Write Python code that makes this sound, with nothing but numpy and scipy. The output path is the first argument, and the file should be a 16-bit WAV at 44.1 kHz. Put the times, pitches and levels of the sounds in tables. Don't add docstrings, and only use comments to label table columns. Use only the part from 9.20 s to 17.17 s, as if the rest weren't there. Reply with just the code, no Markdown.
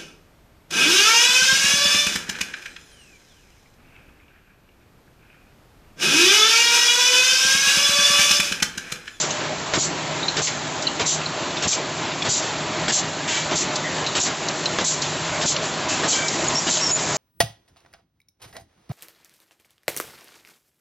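import sys
import numpy as np
from scipy import signal
from scipy.fft import rfft, irfft, next_fast_len
from scipy.io import wavfile
from scipy.ndimage import uniform_filter1d, map_coordinates

SR = 44100
rng = np.random.default_rng(int(sys.argv[2]) if len(sys.argv) > 2 else 0)


def to_wav(sig):
    pcm = np.clip(np.atleast_2d(sig), -1, 1) * 32767
    pcm = np.round(pcm).astype(np.int16)
    wavfile.write(sys.argv[1], SR, pcm.T)


def boost(x):
    u = np.asarray(x, float) / 20
    return 10 ** u


N = 351477
TIME = np.arange(N) / SR


def unit(x):
    return x / np.sqrt(np.mean(x ** 2) + 1e-20)


def along(points, hz):
    f, v = np.transpose(points)
    return np.interp(np.log(hz + 1), np.log(f + 1), v)


def wobble(rate):
    return map_coordinates(rng.standard_normal(int(N * rate / SR) + 4), [TIME * rate])


def filtered(x, response):
    m = next_fast_len(N + 8192)
    return irfft(rfft(x, m) * response(np.fft.rfftfreq(m, 1 / SR)), m)[..., :N]


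def rush(spectrum, peaks, patchy_db):
    z = signal.stft(rng.standard_normal(N), nperseg=512)[2]
    field = uniform_filter1d(rng.standard_normal(z.shape), size=2, axis=0)
    field = uniform_filter1d(field, size=10, axis=1)
    x = signal.istft(z * boost(patchy_db * unit(field)), nperseg=512)[1][:N]

    def response(hz):
        bumps = sum(db / (1 + (2 * (hz - center) / width) ** 2) for center, width, db in peaks)
        return boost(along(spectrum, hz) + bumps)

    return unit(filtered(x, response))


def burst(start, rise, hold, fade_db):
    t = TIME - start
    return np.clip(t / rise, 0, 1) * boost(-fade_db * np.clip(t - hold, 0, 1))


# (frequency [Hz], t60 [s])
HALL_T60 = [(200, 0.83), (2000, 0.94), (8000, 0.043)]


def hall(x):
    hz, t, z = signal.stft(rng.standard_normal(SR // 2), SR, nperseg=256)
    decay = boost(-60 * t / along(HALL_T60, hz)[:, None])
    tail = signal.istft(z * decay, SR, nperseg=256)[1]
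    return signal.fftconvolve(x, tail / np.linalg.norm(tail))[:N]


# (time [s], level [dB])
ROAR_LEVEL = [(0, -29), (2.6, -29.5), (3.4, -28), (3.9, -29.3), (4.2, -27.5), (4.5, -28), (5.8, -29),
              (6.0, -27.5), (7.97, -27)]
# (frequency [Hz], density [dB per Hz])
ROAR_SPECTRUM = [(15, -65), (25, -38.5), (74, -15), (119, -8), (152, -10), (228, -9.5), (416, -8),
                 (469, -11), (626, -7), (740, -7), (1040, -8.5), (1680, -11), (3700, -15), (5850, -23),
                 (7800, -24.5), (10100, -49), (17200, -120)]
# (frequency [Hz], width [Hz], height over the roar [dB])
FRAME_MODES = [(165, 25, 6), (315, 160, 4), (618, 49, 5.5), (1002, 80, 2.5), (4330, 1000, 3),
               (5030, 780, -1), (6000, 900, 2)]
# (time [s], level [dB])
CHUCK_LEAK = [(0, -27.5), (.3, -37), (1.4, -34), (2.2, -36.5), (4.2, -35), (6.2, -31.5), (6.7, -37.5),
              (7.05, -27), (7.97, -23)]
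# (frequency [Hz], density [dB per Hz])
LEAK_SPECTRUM = [(3000, -22), (4800, -6.5), (6000, -4.5), (7000, 0.5), (9000, -8.5), (14000, -10.5)]
# (frequency [Hz], level [dB])
MOTOR_HUM = [(150.7, -41), (640.6, -49.5)]


def machine():
    roar_db = np.interp(TIME, *np.transpose(ROAR_LEVEL)) + 1.5 + 1.0 * wobble(12)
    roar = boost(roar_db) * rush(ROAR_SPECTRUM, FRAME_MODES, patchy_db=1.26)
    leak_db = np.interp(TIME, *np.transpose(CHUCK_LEAK)) + .8 * wobble(20)
    leak = boost(leak_db) * rush(LEAK_SPECTRUM, [], patchy_db=.9)
    hum = np.zeros(N)
    for hz, db in MOTOR_HUM:
        phase = 2 * np.pi * np.cumsum(hz + 2.836 * wobble(12)) / SR
        hum += boost(db + 2 + 2.5 * wobble(8.3)) * np.sin(phase)
    return roar + leak + hum


# (time [s], peak [dB], open time [s], body [dB])
FAR_VENTS = [(0.0394, -36.5, 0.06, -16), (3.218, -22.5, 0.049, -1), (4.0741, -14.5, 0.09, -1.5),
             (5.819, -20.5, 0.03, -1.5), (6.419, -20, 0.039, -10.5), (6.6846, -10.5, 0.017, -7.5),
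             (6.9294, -20.5, 0.043, -5), (7.5572, -20, 0.042, -4.5)]
# (time [s], length [s], frequency [Hz], level [dB])
EDGE_WHISTLES = [(.595, .045, 4450, -30), (4.12, .09, 2306, -35.5), (4.135, .05, 1930, -37),
                 (4.14, .04, 3050, -35), (6.695, .04, 2650, -35), (6.92, .15, 2306, -35.5),
                 (6.93, .12, 1566, -38), (6.93, .1, 3154, -39)]
VENT_FADE_DB_PER_S = 111.5


def air():
    far = [boost(db - 9) * burst(s, .01, hold, VENT_FADE_DB_PER_S) for s, db, hold, _ in FAR_VENTS]
    body = sum(flow * boost(row[3]) for flow, row in zip(far, FAR_VENTS))
    body_spectrum = [(800, -15), (1600, 1.5), (2300, -1.5), (3200, 3), (4500, -4.5), (7000, -15.5)]
    out = sum(far) * rush(LEAK_SPECTRUM, [], patchy_db=0.5)
    out = out + body * rush(body_spectrum, [], patchy_db=1.2)
    for s, span, hz, db in EDGE_WHISTLES:
        hoarse = 0.9 + 0.44 * wobble(90)
        out += boost(db + 5.0) * burst(s, 0.0092, span, 400) * hoarse * np.sin(2 * np.pi * hz * TIME)
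    return out


# (time [s], length [s], first frequency [Hz], last frequency [Hz], peak [dB])
CHUCK_SQUEAKS = [(7.276, .017, 6720, 6660, -16), (7.35, .052, 5420, 5780, -16.5),
                 (7.608, .108, 5580, 5340, -21), (7.707, .066, 6780, 7130, -6.5)]
GRIP_LOSS = [10, 10, 4, 19]
GRIP_POWER = 2


def squeaks():
    out = np.zeros(N)
    for (s, span, first_hz, last_hz, db), ends_db in zip(CHUCK_SQUEAKS, GRIP_LOSS):
        u = np.clip((TIME - s) / span, 0, 1)
        glide_hz = first_hz + (last_hz - first_hz) * u
        turns = 2 * np.pi * np.cumsum(glide_hz * (1 + .014 * wobble(300))) / SR
        gate = np.clip(np.minimum(u, 1 - u) * span / 0.0041, 0, 1)
        slip = (.55 + .8 * wobble(260)) * np.sin(turns)
        slip += .8 * wobble(260) * np.cos(turns)
        slip += .6 * np.sin(2 * turns)
        out += gate * boost(db - 0.5 - ends_db * np.abs(2 * u - 1) ** GRIP_POWER) * slip
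    return out


def ticks(rows, spread, chatter, count):
    out, t = np.zeros(N + SR), np.arange(SR // 5) / SR
    for (s, db, hz, t60), chance in zip(rows, rng.random((len(rows), count, 3))):
        place = (np.arange(count) + chance[:, 0]) / count - .5
        modes = hz * np.exp(spread * 3.4 * place)
        ring = boost(6 * chance[:, 1]) @ np.sin(2 * np.pi * (modes[:, None] * t + chance[:, 2:]))
        decay = boost(-60 * np.clip(t - chatter, 0, 1) / t60)
        shape = decay * (1 - np.exp(-t / 0.00026))
        out[round(s * SR):][:len(t)] += boost(db - 11.5) * unit(ring) * shape
    return out[:N]


# (time [s], peak [dB], ring [Hz], t60 [s])
PLASTIC_PINGS = [(.1062, -13, 6240, 0.044), (.106, -21, 2820, .08), (.4047, -24, 1830, .08),
                 (1.029, -14, 3860, 0.12), (1.0808, -7.5, 4040, .067), (1.6693, -7, 4180, 0.033),
                 (1.672, -15.5, 2960, .09), (2.016, -20, 2570, 0.064), (2.0573, -14, 4200, 0.044),
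                 (2.3662, -15.5, 3630, 0.087), (2.527, -16, 2380, 0.037), (2.527, -14, 3380, 0.035),
                 (3.021, -12, 3490, .035), (4.01, -24, 1700, .08), (4.639, -13.5, 1930, 0.23),
                 (4.864, -10.5, 4020, .09), (4.9694, -20, 3020, 0.062), (5.456, -10.5, 4100, .057),
                 (6.1484, -28, 1620, .091), (6.8334, -15, 1780, .08), (6.93, -9, 3140, .1),
                 (7.471, -14, 3050, .096)]


def plastic_pings():
    return ticks(PLASTIC_PINGS, spread=.039, chatter=.0065, count=12)


# (time [s], peak [dB], ring [Hz], t60 [s])
STEEL_SNAPS = [(.1062, -16, 4740, .055), (1.0819, -14, 3930, .08), (1.1682, -15, 4470, .053),
               (1.2694, -9, 3050, 0.11), (1.6227, -13, 6000, .049), (2.367, -16, 3510, .092),
               (2.4244, -21, 3000, .06), (2.5274, -9, 4330, .04), (2.9163, -17.5, 3130, .052),
               (3.021, -11.5, 3450, .029), (3.222, -18, 5800, 0.14), (3.7894, -16, 4500, .06),
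               (4.5565, -7.5, 5600, 0.058), (4.8638, -14, 4080, 0.066), (5.2849, -7.5, 6000, 0.022),
               (5.4056, -24, 3330, .053), (5.456, -9, 4120, 0.024), (5.8187, -7, 6150, 0.06),
               (6.3634, -8, 3630, 0.023), (7.0818, -4.5, 5820, 0.031), (7.5694, -8, 4330, .041),
               (7.7894, -18, 4400, 0.074)]


def steel_snaps():
    return ticks(STEEL_SNAPS, spread=.29, chatter=0.0044, count=30)


# (time [s], peak [dB], crack [dB], jangle [dB], table thump [dB])
PISTON_SLAMS = [(0.027, -11.5, -2, -11.5, -43), (0.536, -7, 7.5, -9.5, -10), (1.167, -6, -2.5, -10, -21),
                (1.795, -6, -4, -12, -18.5), (2.422, -11.5, -2, -3, -15), (3.048, -8.5, -8.5, -15, -17),
                (3.681, -8.5, 6.5, -6, -26), (4.312, -7.5, -3, -17, -21), (4.951, -9.5, -1.5, -2.5, -20),
                (5.586, -7.5, 7, -15.5, -15), (6.211, -12.5, 5, -4, -13.5), (6.831, -10.5, -10, -11, -37),
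                (7.467, -8.5, -9, -7, -18)]
# (frequency [Hz], density [dB])
SLAM_SPECTRUM = [(40, -28.5), (120, -8), (300, 4.5), (700, -3), (1800, -5), (3500, -6.5), (7000, -13.5),
                 (12000, -31)]
CLAP_T60_S = .1
THUMP_LAG_S, THUMP_S = .014, .03


def slams():
    crack = sum(boost(db - 15 + sharp) * burst(s, 0.0006, 0.001, 60 / 0.009)
                for s, db, sharp, _, _ in PISTON_SLAMS)
    claps = [boost(db - 15.5) * burst(s, .003, 0.027, 60 / CLAP_T60_S) for s, db, *_ in PISTON_SLAMS]
    jangle = sum(clap * boost(row[3] + 7) for clap, row in zip(claps, PISTON_SLAMS))
    thump = sum(boost(db - 12.0) * burst(s + THUMP_LAG_S, 0.024, THUMP_S, 450)
                for s, *_, db in PISTON_SLAMS)
    rattle = boost(0.77 * wobble(250))
    table = [(30, -26.5), (100, 2.5), (300, -7), (900, -10.0), (2000, -17.0), (4000, -68.0)]
    steel = [(1500, -33.0), (2800, -3.0), (4000, -4.5), (5500, -6.5), (7500, -4.0), (10000, -19.0)]
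    blow = (crack + sum(claps) * rattle) * rush(SLAM_SPECTRUM, [(1780, 140, 5.3)], patchy_db=3.2)
    jangling = jangle * rattle * rush(steel, [], patchy_db=3)
    return blow + jangling + thump * rush(table, FRAME_MODES, patchy_db=-1.0)


# (time [s], peak [dB], open time [s], shrill top [dB])
VALVE_JETS = [(0.0, -12, 0.021, -4.5), (0.5877, -11, 0.075, -1.5), (1.223, -9.5, 0.048, 0.5),
              (1.861, -11.5, 0.1, -4), (2.4803, -8.5, 0.068, -2.5), (3.0924, -11, 0.11, -4),
              (3.7255, -9.5, 0.062, -7), (4.356, -12, 0.075, -3), (5.0025, -8, 0.06, -2),
              (5.6467, -10.5, 0.093, -2.5), (6.263, -5.5, 0.046, -4), (6.884, -9.5, 0.085, -6.5),
              (7.498, -11.5, 0.099, -4)]
# (frequency [Hz], density [dB per Hz])
JET_SPECTRUM = [(1500, -27), (3000, -9.5), (4400, -3.5), (5200, -5), (6500, 3), (7300, -2.5), (9000, -3),
                (12000, -26.5)]
# (frequency [Hz], width [Hz], height [dB])
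NOZZLE_MODES = [(4400, 250, 1.5), (6560, 180, -4), (7320, 530, 6.5)]
JET_FADE_DB_PER_S = 173


def jets():
    flows = []
    for s, db, span, _ in VALVE_JETS:
        shut = boost(-300 * np.clip(TIME - (s + span), 0, 1))
        flows.append(boost(db - 2.0) * burst(s - .008, 0.022, 0.41 * span, JET_FADE_DB_PER_S) * shut)
    top = sum(flow * boost(row[3]) for flow, row in zip(flows, VALVE_JETS))
    flutter = boost(.7 * wobble(90))
    shrill = [(8500, -85), (9500, 5), (15000, -29.0), (18000, -65.5)]
    blast = sum(flows) * flutter * rush(JET_SPECTRUM, NOZZLE_MODES, patchy_db=1.5)
    return blast + top * rush(shrill, [], patchy_db=0.0)


def scene():
    near = slams() + plastic_pings() + steel_snaps()
    blast = jets()
    echo = boost(-15) * hall(near + .5 * blast)
    return np.tile(near + echo + squeaks() + blast + air() + machine(), (2, 1))


def roll_off(x):
    return signal.sosfilt(signal.butter(12, 8980, fs=SR, output="sos"), x)


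def record(dry):
    heard = filtered(dry[0], lambda hz: np.sqrt(0.082 + (hz / 6000) ** 2))
    power = np.abs(uniform_filter1d(heard ** 2, round(.006 * SR)))
    gain = (1 + (power / boost(2 * -15.5)) ** 2) ** -.24
    gain = uniform_filter1d(gain, round(.005 * SR))
    band_edge = [(7730, 0), (7800, -40.0), (8000, -35.0), (8250, -46.5), (8800, -91.0)]
    mix = filtered(dry * gain, lambda hz: boost(along(band_edge, hz)))
    return roll_off(mix)


dry = scene()
out = record(dry)
to_wav(out)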